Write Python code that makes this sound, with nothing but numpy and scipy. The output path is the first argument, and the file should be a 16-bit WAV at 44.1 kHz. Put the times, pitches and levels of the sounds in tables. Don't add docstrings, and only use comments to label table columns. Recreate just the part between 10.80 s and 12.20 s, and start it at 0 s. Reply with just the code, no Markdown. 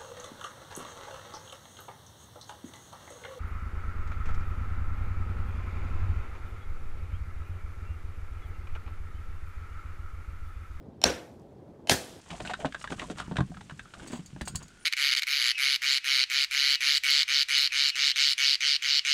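import sys
import numpy as np
from scipy import signal
from scipy.fft import rfft, irfft, next_fast_len
from scipy.io import wavfile
from scipy.ndimage import uniform_filter1d

SR = 44100
rng = np.random.default_rng(int(sys.argv[2]) if len(sys.argv) > 2 else 0)


def wav_record(signal):
    frames = np.transpose(np.atleast_2d(signal))
    bounded = np.clip(frames, -1, 1)
    quanta = np.round(bounded * 32767).astype(np.int16)
    wavfile.write(sys.argv[1], SR, quanta)


def amplitude_ratio(level_db):
    exponent = np.asarray(level_db, float) / 20
    return 10 ** exponent


N = 61739

# (time [s], crack peak [dB], crunch level [dB], crunch t60 [s], hammer head level [dB])
BLOWS = [
    (0.2395, -1.5, -19.5, 0.35, -30),
    (1.0958, -5.5, -13.5, .2, -51.5),
]
# (frequency [Hz], density [dB per Hz])
FILM_RUSTLE = [(710, -36.5), (1200, 5.5), (1320, 1.5), (7740, -6), (11200, -11.5), (16000, -27.5)]


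def unit(x):
    return x / np.sqrt(np.mean(x ** 2) + 1e-20)


def along(points, hz):
    f, v = np.transpose(points)
    return np.interp(np.log(hz + 1), np.log(f + 1), v)


def filtered(x, response):
    m = next_fast_len(N + SR // 2)
    hz = np.fft.rfftfreq(m, 1 / SR)
    return irfft(rfft(x, m) * response(hz), m)[..., :N]


def hiss(spectrum, patchy_db):
    z = signal.stft(rng.standard_normal(N), nperseg=256)[2]
    patches = uniform_filter1d(rng.standard_normal(z.shape), 5, 0)
    patches = unit(uniform_filter1d(patches, 4, 1))
    x = signal.istft(z * amplitude_ratio(patchy_db * patches), nperseg=256)[1][:N]
    return unit(filtered(x, lambda hz: amplitude_ratio(along(spectrum, hz))))


def swell(start_s, rise_s, t60):
    t = np.clip(np.arange(N) / SR - start_s, 0, None)
    return (1 - np.exp(-(t / rise_s) ** 2)) * amplitude_ratio(-60 * t / t60)


def ring(start_s, modes, rise_s):
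    t = np.arange(N) / SR - start_s
    out = np.zeros(N)
    for hz, db, t60 in modes:
        tone = np.sin(2 * np.pi * (hz * t + rng.random()))
        out += amplitude_ratio(db) * swell(start_s, rise_s, t60) * tone
    return out


def grains(s, db, hz, cycles):
    t = np.arange(256)
    u = t * hz[:, None] / SR
    envelope = u / cycles * np.exp(1 - u / cycles)
    wave = amplitude_ratio(db)[:, None] * np.sin(2 * np.pi * u) * envelope
    at = np.round(s * SR).astype(int)[:, None] + t
    return np.bincount(at.ravel(), wave.ravel(), N + SR)[:N]


def resonant(modes):
    def response(f):
        total = 0
        for k, (centre, width, db) in enumerate(modes):
            peak = 1j * f * width / (centre * centre - f * f + 1j * f * width)
            total = total + (-1) ** k * amplitude_ratio(db) * peak
        return total
    return response


def crack(s, peak_db, modes, contacts):
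    def hits(f):
        return sum(amplitude_ratio(db) * np.exp(-2j * np.pi * f * (s + delay)) / (1 + 1j * f / dull_hz) ** 2
                   for delay, db, dull_hz in contacts)
    body = resonant(modes)
    x = filtered(np.eye(1, N)[0], lambda f: body(f) * hits(f))
    return amplitude_ratio(peak_db) * x / np.abs(x).max()


def house_hum():
    # (frequency [Hz], density [dB per Hz])
    hum_colour = [(25, -24), (45, -3), (90, 2), (250, -1), (420, -3), (700, -11), (1300, -27), (3000, -40),
                  (16000, -59)]
    return amplitude_ratio(-46.5) * hiss(hum_colour, patchy_db=1.5)


def bag_shift():
    # start [s], rise [s], t60 [s], level [dB]
    slide = (0.5, -0.4, 2.4, -69)
    start_s, rise_s, t60, db = slide
    return amplitude_ratio(db) * swell(start_s, rise_s, t60) * hiss(FILM_RUSTLE, patchy_db=2.5)


def bag_snaps():
    # (time [s], peak [dB], frequency [Hz])
    snap_list = [(.0263, -61, 3300), (.045, -65, 4500), (.053, -56, 800), (.086, -66, 4200),
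                 (.133, -67, 4500), (.469, -57, 7500), (.495, -61, 7000), (.516, -62, 8000),
                 (.54, -63, 7500), (.5964, -57, 5000), (.5966, -60, 10500), (.6183, -62, 6000),
                 (.722, -69, 7000), (.802, -69, 9000), (1.279, -50, 750), (1.335, -47, 650),
                 (1.3355, -51, 1500), (1.336, -56, 3500), (1.349, -57, 5000), (1.357, -55, 5000),
                 (1.3685, -52, 5000), (1.379, -57, 6000), (1.382, -55, 3500), (1.390, -59, 7500),
                 (1.396, -55, 4000)]
    s, db, hz = np.repeat(snap_list, 3, axis=0).T
    r = rng.random((len(s), 2))
    s = s + 0.002 * r[:, 0]
    hz = hz * np.exp(1.1 * (r[:, 1] - .5))
    return grains(s, db - 3, hz, cycles=.8)


def bag_settling():
    # (crackle level [dB], t60 [s], rate [grains/s], centre [Hz], rustle level [dB])
    settling = [
        (-57.5, 1, 900, 4500, -55),
        (-46, 0.79, 3300, 5500, -36.5),
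    ]
    out = np.zeros(N)
    for (s, *_), (db, t60, rate, hz, rustle_db) in zip(BLOWS, settling):
        r, g = rng.random((2000, 2)), rng.standard_normal(2000)
        t = np.cumsum(-np.log(r[:, 0])) / rate
        keep = s + t < N / SR
        size_db = db - 60 * t / t60 - 2.2 * np.log(r[:, 1])
        grain_hz = np.clip(hz * np.exp(.5 * g), 500, 15000)
        out += grains((s + t)[keep], size_db[keep], grain_hz[keep], cycles=.7)
        out += amplitude_ratio(rustle_db) * swell(s, .03, t60) * hiss(FILM_RUSTLE, patchy_db=1)
    return out


def flying_chip():
    flight = (.246, .276, 6197, -29)
    s, lands_s, hz, db = flight
    landing = amplitude_ratio(-60 * np.clip(np.arange(N) / SR - lands_s, 0, None) / .03)
    return ring(s, [(hz, db, .3)], rise_s=.008) * landing


def splinters(blow, s):
    # (level [dB], t60 [s])
    spray = [
        (-26, .025),
        (-21, .07),
    ]
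    # (frequency [Hz], density [dB per Hz])
    spray_colour = [(500, -28.5), (1500, 1), (6000, -3), (11000, -7), (16000, -24)]
    db, t60 = spray[blow]
    return amplitude_ratio(db) * swell(s, .0005, t60) * hiss(spray_colour, patchy_db=3)


def crunch(blow, s, db, t60):
    # (frequency [Hz], density [dB per Hz])
    crunch_colour = [
        [(88, -19.5), (150, -19), (466, -10), (905, -20), (1600, -15.5), (4860, -31), (5680, -28.5),
         (16000, -54.5)],
        [(88, -1.5), (150, -2), (702, -5.5), (1170, -16.5), (1690, -4.5), (2360, -13.5), (6910, -16.5),
         (16000, -29)],
    ]
    gap_s, rise_s = 0.0037, 0.01
    return amplitude_ratio(db) * swell(s + gap_s, rise_s, t60) * hiss(crunch_colour[blow], patchy_db=2.5)


def floor_boards(blow, s):
    # (frequency [Hz], level [dB], t60 [s])
    board_modes = [(69.42, -24, 0.27), (179.3, -27.5, 0.18), (250, -21, 0.14), (313, -35.5, 0.57),
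                   (378.8, -27, .3), (495, -24.5, 0.55), (544.4, -36.5, 0.53), (689, -32, 0.43)]
    board_db = [0.5, -2.5]
    gap_s, rise_s = 0.00807, 0.0062
    return amplitude_ratio(board_db[blow]) * ring(s + gap_s, board_modes, rise_s)


def hammer_head(s, db):
    head_hz = [5560, 5674, 4370, 4250, 1579, 1892]
    # (level [dB], t60 [s])
    head_decay = [(-9, .2), (-5, .3), (-8, .22), (-10, .2), (2, .2), (-8, .25)]
    return amplitude_ratio(db) * ring(s, np.c_[head_hz, head_decay], rise_s=0.015)


def carpet_thump(blow, s):
    # (frequency [Hz], width [Hz], level [dB])
    thump_modes = [(645, 160, 1.5), (531, 310, -4), (390, 400, -8), (950, 420, -8)]
    thump_db = [-10.5, -10]
    lag_s, dull_hz = .0006, 1500
    return crack(s, thump_db[blow], thump_modes, [(lag_s, 0, dull_hz)])


def struck_chunks(blow, s, peak_db):
    chunk_hz = [
        [1550, 2590, 3510, 4260, 5600, 7330, 9300, 12000],
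        [1800, 2650, 3200, 4200, 5600, 6700, 8530, 10600],
    ]
    # (width [Hz], level [dB])
    chunk_body = [
        [(253.4, -20), (177.6, -2), (438.4, -9.5), (169.4, 1), (150, 2), (350, -6.5), (514, -17), (1500, -21.5)],
        [(403, -6.5), (220, -0.5), (397, -7), (225, -3.5), (407, -7.5), (500, -5.5), (400, -8), (800, -11)],
    ]
    # (delay [s], level [dB], dull above [Hz])
    bounces = [
        [(0, 0, 12000), (.00055, -1, 9000), (.0013, -4, 7000), (.0027, -3, 4500)],
        [(0, 0, 10000), (.0007, -4, 7000), (.0019, -9, 5000), (.0036, -11, 9000)],
    ]
    return crack(s, peak_db, np.c_[chunk_hz[blow], chunk_body[blow]], bounces[blow])


def room(x):
    # (frequency [Hz], t60 [s])
    room_t60 = [(100, .3), (500, 0.95), (2000, 0.54), (6000, 0.14), (14000, 0.74)]
    gap_s, rise_s = 0.0046, 0.0068
    hz, t, z = signal.stft(rng.standard_normal(N), SR, nperseg=256)
    decay = amplitude_ratio(-60 * t / along(room_t60, hz)[:, None])
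    tail = signal.istft(z * decay, SR, nperseg=256)[1][:N]
    tail = tail * swell(gap_s, rise_s, 99)
    return amplitude_ratio(-13.5) * signal.fftconvolve(x, tail / np.linalg.norm(tail))[:N]


def hammer_blows():
    out = np.zeros(N)
    for blow, (s, peak_db, crunch_db, crunch_t60, head_db) in enumerate(BLOWS):
        direct = struck_chunks(blow, s, peak_db) + carpet_thump(blow, s)
        out += direct + room(direct)
        out += hammer_head(s, head_db) + floor_boards(blow, s)
        out += crunch(blow, s, crunch_db, crunch_t60) + splinters(blow, s)
    return out


def scene():
    bag = bag_shift() + bag_snaps() + bag_settling()
    return (house_hum() + bag + flying_chip() + hammer_blows())[None]


def roll_off(x):
    return signal.sosfilt(signal.butter(12, 16650, fs=SR, output="sos"), x)


def record(dry):
    # (frequency [Hz], half width [Hz], polarity flip [0-1])
    crossovers = [(3050, 16, .85), (490, 14, 1)]
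    # (lag [s], level [dB])
    edge_copies = [(1024 / SR, -26), (512 / SR, -36)]
    bass_hz, top_hz, ceiling = 45, 15750, .86

    def bands(f):
        return np.prod([1 - flip + flip * np.tanh((f - c) / w) for c, w, flip in crossovers], axis=0)

    def copies(f):
        return sum(2 * amplitude_ratio(db) * np.cos(2 * np.pi * f * lag) for lag, db in edge_copies)

    x = filtered(dry, lambda f: (bands(f) + copies(f)) * (1j * f / (bass_hz + 1j * f)) ** 2)
    x = x / (1 + np.abs(x / ceiling) ** 6) ** (1 / 6)
    x = filtered(x, lambda f: .5 - .5 * np.tanh((f - top_hz) / 80))
    return roll_off(x)


dry = scene()
out = record(dry)
wav_record(out)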